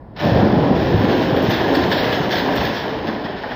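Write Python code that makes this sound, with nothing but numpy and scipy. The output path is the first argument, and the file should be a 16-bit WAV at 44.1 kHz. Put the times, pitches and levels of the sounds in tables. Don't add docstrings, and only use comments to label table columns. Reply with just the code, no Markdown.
import sys
import numpy as np
from scipy import signal
from scipy.fft import rfft, irfft
from scipy.io import wavfile
from scipy.ndimage import uniform_filter1d

SR = 44100
rng = np.random.default_rng(int(sys.argv[2]) if len(sys.argv) > 2 else 0)


def nominal_scale(level):
    x = np.asarray(level, float) / 20
    return 10 ** x


def wrap_up_sound(samples):
    columns = np.atleast_2d(samples).T
    tamed = np.clip(columns, -1, 1)
    steps = np.round(tamed * 32767).astype(np.int16)
    wavfile.write(sys.argv[1], SR, steps)


N = 156555


def rms_one(x):
    return x / np.sqrt(np.mean(x ** 2) + 1e-20)


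def in_time(rows, lag=0.):
    s, db = np.transpose(rows)
    t = np.arange(N) / SR - lag
    return nominal_scale(np.interp(t, s, db)) * (t > s[0])


def colour(x, *tables):
    hz = np.log(np.maximum(np.arange(4097) * SR / 8192, 1))
    db = 0
    for table in tables:
        points = np.array(table)
        db = db + np.interp(hz, np.log(points[:, 0]), points[:, 1])
    cepstrum = irfft(np.log(nominal_scale(db)))
    cepstrum[1:4096] *= 2
    cepstrum[4097:] = 0
    response = irfft(np.exp(rfft(cepstrum)))
    return signal.fftconvolve(x, response)[:len(x)]


def drift(rate):
    r = np.exp(-80 * np.pi * rate / SR)
    slow = signal.lfilter([1], [1, -2 * r, r * r], rng.standard_normal(N // 40 + 2002))[2000:]
    return np.interp(np.arange(N) / 40, np.arange(len(slow)), rms_one(slow))


def knocks(rate, spread_db, clump_db, clump_rate):
    sizes = nominal_scale(spread_db * np.minimum(rng.exponential(1, N), 5)) * rng.choice([-1, 1], N)
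    hits = rng.random(N) < rate / SR
    return rms_one(sizes * hits * nominal_scale(clump_db * drift(clump_rate)))


def yard(x, wet_db, t60_share):
    t60_s, delay_s, hop = 1, 0.031, 6000
    t = np.arange(SR) / SR
    decay = nominal_scale(-60 * t / (t60_s * t60_share)) * np.clip(t / delay_s - .5, 0, 1)
    decay *= nominal_scale(wet_db) / np.sqrt(np.sum(decay ** 2))
    fade = np.sin(np.pi * np.arange(2 * hop) / (2 * hop))
    padded = np.pad(x, (hop, 2 * hop))
    wet = np.zeros(N + 2 * SR)
    for i in range(0, N + hop, hop):
        piece = signal.fftconvolve(padded[i:i + 2 * hop] * fade, rng.standard_normal(SR) * decay)
        wet[i:i + len(piece)] += piece
    return (x + wet[hop:hop + N]) / np.sqrt(1 + nominal_scale(2 * wet_db))


# frequency in Hz, level in dB.
PORT_TONE = [(1050, 0), (1200, -5), (1500, 0), (1750, 3), (2000, -2.5), (2200, -6), (2800, -8.5),
             (3300, -5.5)]


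def heard(contacts, spectrum, wet_db, t60_share):
    return rms_one(yard(colour(contacts, spectrum, PORT_TONE), wet_db, t60_share))


# frequency in Hz, level in dB.
IDLE_TONE = [(100, -2), (450, -15.5), (540, -14.5), (1080, -20.5), (1250, -30), (2100, -34.5), (2500, -39),
             (6000, -50.5)]


def idle():
    murmur = rms_one(colour(rng.standard_normal(N), IDLE_TONE, PORT_TONE))
    return nominal_scale(-36.5 + 0.39 * drift(25.0)) * murmur


# time in seconds, level in dB.
SHARD_FLOW = [(.06, -76), (.154, -68), (.164, -40), (.19, -41), (.2, -31.5), (.25, -32), (.36, -32.5),
              (.55, -34.5), (.92, -31), (1.45, -31), (1.7, -29), (2.0, -29), (2.2, -29.5), (2.4, -31),
              (2.55, -30), (2.9, -34.5), (3.22, -39), (3.55, -39)]
# frequency in Hz, level in dB.
SHARD_TONE = [(300, -14), (800, 1), (1500, -5), (3000, -0.5), (5000, -12.5), (7000, -6), (16000, -6)]


def shards():
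    patter = heard(knocks(6000, 4.5, 0.95, 5.2), SHARD_TONE, 1.6, 0.9)
    return nominal_scale(7) * in_time(SHARD_FLOW) * patter


# start in seconds, peak level in dB, length in seconds, ring in Hz.
SHATTERS = [(0.163, -28, 0.011, 3880), (0.189, -24.5, 0.012, 3250), (0.242, -24.5, 0.032, 3240),
            (0.355, -23.5, 0.032, 3320), (0.79, -23.5, 0.035, 2640), (0.917, -34.5, 0.028, 3180),
            (1.092, -21, 0.04, 3200), (1.205, -21.5, 0.021, 3610), (1.282, -34, 0.021, 3190),
            (1.302, -29.5, 0.0085, 3300), (1.357, -21, 0.02, 3220), (1.415, -25.5, 0.019, 3380),
            (1.457, -21.5, 0.06, 3170), (1.503, -16.5, 0.013, 3560), (1.533, -18, 0.015, 3380),
            (1.739, -24, 0.015, 3700), (1.746, -14, 0.0059, 4340), (1.815, -20.5, 0.023, 3830),
            (1.9135, -9.5, 0.015, 3430), (1.966, -31, 0.008, 3400), (1.975, -15, 0.011, 3860),
            (2.028, -20, 0.096, 2650), (2.124, -18, 0.019, 3380), (2.232, -21.5, 0.013, 3400),
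            (2.306, -11, 0.016, 3330), (2.323, -20, 0.012, 3500), (2.353, -16, 0.014, 3300),
            (2.378, -15.5, 0.013, 3860), (2.572, -17, 0.012, 3450), (2.599, -19, 0.019, 2510),
            (2.6444, -17.5, 0.017, 3650), (2.732, -21, 0.033, 3220), (2.762, -22.5, 0.017, 3440),
            (3.066, -23, 0.023, 3300), (3.238, -25.5, 0.021, 3280), (3.37, -27, 0.02, 3320),
            (3.51, -27.5, 0.016, 3360)]
# frequency in Hz, level in dB.
SHATTER_TONE = [(300, -27), (800, -12.5), (1700, 3), (3500, 1.5), (5000, -2.5), (8000, -5.5), (16000, -4)]


def bursts():
    level_db, attack_s, release_s = -8.5, .003, 0.024
    ring_db, ring_width_hz = 0, 400
    body = rms_one(colour(knocks(5000, 2.33, 0.44, 60.0), SHATTER_TONE, PORT_TONE))
    out = np.zeros(N + SR)
    u = np.arange(SR // 3) / SR
    r = np.exp(-np.pi * ring_width_hz / SR)
    for s, db, length, hz in SHATTERS:
        i = int(s * SR)
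        gate = np.clip(u / attack_s, 0, 1) * np.exp(-np.clip(u - length, 0, 1) / release_s)
        piece = (nominal_scale(db + level_db) * gate)[:N - i] * body[i:i + len(u)]
        poles = [2, -4 * r * np.cos(2 * np.pi * hz / SR), 2 * r * r]
        ring = signal.lfilter([1 - r * r, 0, r * r - 1], poles, piece)
        out[i:i + len(piece)] += piece + nominal_scale(ring_db) * ring
    return yard(out[:N], -5.5, 0.17)


# start in seconds, peak level in dB.
CRACKS = [(1.041, -18.5), (1.284, -19), (1.495, -14), (1.56, -11.5), (1.597, -15.5), (1.737, -16),
          (1.781, -14), (2.332, -11), (2.391, -14.5), (2.485, -9.5), (2.683, -17.5), (2.835, -13.5),
          (3.049, -21), (3.08, -17), (3.252, -13.5), (3.433, -12.5), (3.514, -14.5)]
# frequency in Hz, level in dB.
CRACK_TONE = [(200, -21.5), (450, -2.5), (800, 4.5), (1100, -3), (1900, -3), (3000, -24.5)]


def crunches():
    level_db, attack_s, release_s = -8, 0.0037, 0.025
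    t, gate = np.arange(N) / SR, np.zeros(N)
    for s, db in CRACKS:
        u = np.clip(t - s, 0, 1)
        gate += nominal_scale(db + level_db) * (1 - np.exp(-u / attack_s)) * np.exp(-u / release_s)
    contacts = rms_one(colour(knocks(1500, 1.9, 1.0, 40.0), CRACK_TONE, PORT_TONE))
    return yard(gate * contacts, -2.5, 0.67)


def landings(rows, level_db, length, attack_s, cycles, second_level, ratio, ratio_spread):
    out = np.zeros(N + SR)
    t = np.arange(length) / SR
    for (s, db, hz), (a, b) in zip(rows, rng.random((len(rows), 2))):
        shape = (1 - np.exp(-t / attack_s)) * nominal_scale(-60 * t * hz / (cycles * 2))
        second_hz = hz * (ratio + ratio_spread * a)
        ring = np.sin(2 * np.pi * hz * t) + second_level * np.sin(2 * np.pi * (second_hz * t + b))
        i = int(s * SR)
        out[i:i + length] += nominal_scale(db + level_db) * shape * ring
    return out[:N]


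# start in seconds, peak level in dB, pitch in Hz.
BLOCK_LANDINGS = [(0.332, -10, 202), (0.381, -9.5, 337), (0.432, -5.5, 298), (0.527, -15, 292),
                  (0.634, -8.5, 400), (0.675, -15, 326), (0.709, 0, 237), (0.742, -8.5, 328),
                  (0.799, -10.5, 386), (0.829, -2.5, 310), (0.939, -4, 286), (0.974, -12, 279),
                  (1.008, -9, 242), (1.188, -5, 263), (1.279, -8, 350), (1.326, -6, 310), (1.375, -6, 318),
                  (1.549, -11, 253), (1.642, -4, 445), (1.712, -7, 274), (1.77, -4.5, 320),
                  (1.881, -7, 188), (2.045, -14.5, 219), (2.149, -11, 291), (2.391, -17.5, 287),
                  (2.452, -11, 477), (2.689, -13, 268), (3.048, -12, 315)]


def thuds():
    hits = landings(BLOCK_LANDINGS, level_db=0, length=SR // 4, attack_s=0.0034, cycles=6.5,
                    second_level=0.23, ratio=1.3, ratio_spread=0.25)
    return yard(hits, -9.0, 1.0)


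# time in seconds, level in dB.
MASS_FLOW = [(.15, -50), (.19, -35), (.24, -17.5), (.44, -14.5), (.5, -15.5), (1.06, -17.5), (1.4, -16.5),
             (1.75, -18), (2.0, -18), (2.3, -21), (2.45, -17.5), (2.75, -22.5), (3.08, -22), (3.14, -26),
             (3.55, -31.5)]
# frequency in Hz, level in dB.
BOOM_TONE = [(20, -43.5), (40, -19), (80, -9), (120, -4.5), (180, -5.5), (300, -20), (600, -42)]
# frequency in Hz, level in dB.
BLOCK_TONE = [(120, -24), (200, -13.5), (280, 6.5), (400, 2.5), (550, -1), (900, -35.5)]
# frequency in Hz, level in dB.
CHUNK_TONE = [(60, -28.5), (150, -6.5), (250, -1.5), (350, -3.5), (600, -5), (1000, -13.5), (2000, -30),
              (5000, -40.5)]


def roar():
    t = np.arange(N) / SR
    boom = heard(knocks(690, 2.0, 0.45, 4.9), BOOM_TONE, 2.2, 0.88)
    blocks = heard(knocks(1300, 1.8, 0.27, 7.9), BLOCK_TONE, 2.9, 0.86)
    chunks = heard(knocks(2500, 3.26, 2.6, 11.9), CHUNK_TONE, 3.34, 0.79)
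    sink = nominal_scale(-2 - 4.5 * t)
    swell = nominal_scale(-2.5) * np.exp(-((t - 1.04) / 0.37) ** 2 / 2)
    small = nominal_scale(-0.9) * chunks + swell * blocks
    return in_time(MASS_FLOW, 0.01) * sink * boom + in_time(MASS_FLOW) * small


# start in seconds, peak level in dB, pitch in Hz.
SLAB_LANDINGS = [(0.248, -11.5, 109.6), (0.314, -2, 117.7), (.34, -10, 87.3), (0.357, 0.5, 142.5),
                 (0.427, -5, 229), (0.529, -0.5, 169.4), (.614, -6, 130), (.706, -7.5, 166),
                 (0.78, -14, 130), (0.941, -2.5, 105), (0.972, -6.5, 118.5), (1.038, -0.5, 214),
                 (1.32, -10, 118.6), (1.48, -12.5, 109), (1.827, -11, 117), (2.201, -8, 155),
                 (2.478, -16.5, 152), (2.59, -18.5, 70.3), (3.085, -7.5, 225), (3.248, -14, 194)]


def slabs():
    hits = landings(SLAB_LANDINGS, level_db=6, length=SR // 2, attack_s=0.0061, cycles=3.82,
                    second_level=0.68, ratio=1.313, ratio_spread=.5)
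    return yard(hits, -6.0, 0.38)


def scene():
    return (idle() + shards() + bursts() + crunches() + thuds() + roar() + slabs())[None]


# lower edge in Hz, level in dB, flicker in dB, share of holes from 0 to 1.
TREBLE_STEPS = [(5483, -2, 2.5, 0.4), (5730, -11.5, 3, 0.3), (6020, -9, 1, 0.31), (6500, -20.5, 0.5, .2),
                (7250, -31, 2, .05), (8030, -35.5, 0.8, 0), (9200, -34.5, 2, 0.08), (10900, -43.5, 6, 0.4),
                (11500, -53, 2.5, .6), (11970, -31, 1.5, 0.08), (13100, -24.5, -0.2, 0.08),
                (14230, -11.5, 0.5, 0), (15200, -26.5, -0.5, .15)]
# time in seconds, lift in dB.
UPPER_FLASHES = [(.255, 10), (1.37, 11.5), (1.433, 16.5), (1.51, 13), (1.755, 8.5), (1.925, 6), (2.33, 4),
                 (2.385, 5), (2.564, 12), (2.65, 11)]
# time in seconds, lift in dB, upper edge in Hz.
LOWER_FLASHES = [(1.435, 6, 11400), (1.752, 10, 11400), (1.92, 4, 11400), (2.385, -2, 11400),
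                 (2.566, 10, 8800)]


def held(count, frames):
    return uniform_filter1d(rng.standard_normal((count, frames)), size=max(int(.13 * SR / 128), 1), axis=1)


def shelves(x):
    hole_db, mean_db = -25, -30
    hz, t, z = signal.stft(x, SR, nperseg=512, noverlap=384)
    strips, flicker = held(128, len(t)), held(len(TREBLE_STEPS), len(t))
    order = strips.argsort(axis=1).argsort(axis=1)
    rank = order[np.minimum(np.arange(len(hz)) // 2, 127)] / len(t)
    power = uniform_filter1d(np.sum(np.abs(z[30:64]) ** 2, axis=0), size=16)
    over = 10 * np.log10(power + 1e-12) - mean_db
    swing = 0.76 * np.maximum(over, -15)
    more_holes = np.clip(1 + 0.14 * -over * -1, .3, 2)
    db = np.zeros(z.shape)
    for (low_hz, level_db, flicker_db, holes), own in zip(TREBLE_STEPS, flicker):
        rows = hz >= low_hz
        dropped = rank[rows] < holes * more_holes
        db[rows] = level_db + flicker_db * rms_one(own) + swing + hole_db * dropped
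    top = (hz >= 12900) & (hz < 14350)
    share = np.where(top, 1, 0.055 * (hz >= TREBLE_STEPS[0][0]))
    for s, lift_db in UPPER_FLASHES:
        db += lift_db * np.outer(share, np.abs(t - s) < .013)
    for s, lift_db, top_hz in LOWER_FLASHES:
        db += lift_db * np.outer((hz >= 7260) & (hz < top_hz), np.abs(t - s) < 0.011)
    db += hole_db * np.outer((hz >= 7340) & (hz < 9000), t < 0.36)
    db[hz > 15740] = -90
    return signal.istft(z * nominal_scale(db), SR, nperseg=512, noverlap=384)[1][..., :N]


def band_limit(x):
    return signal.sosfilt(signal.butter(12, 15750, fs=SR, output="sos"), x)


def record(dry):
    peak = 0.77
    bass_cut = signal.butter(2, 51, "high", fs=SR, output="sos")
    x = signal.sosfilt(bass_cut, dry[0])
    x = shelves(peak * np.tanh(x / peak))
    started = np.arange(N) > SHARD_FLOW[2][0] * SR
    hiss = nominal_scale(-82.5 - 12 * started) * rng.standard_normal(N)
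    return band_limit((x + hiss)[None])


dry = scene()
out = record(dry)
wrap_up_sound(out)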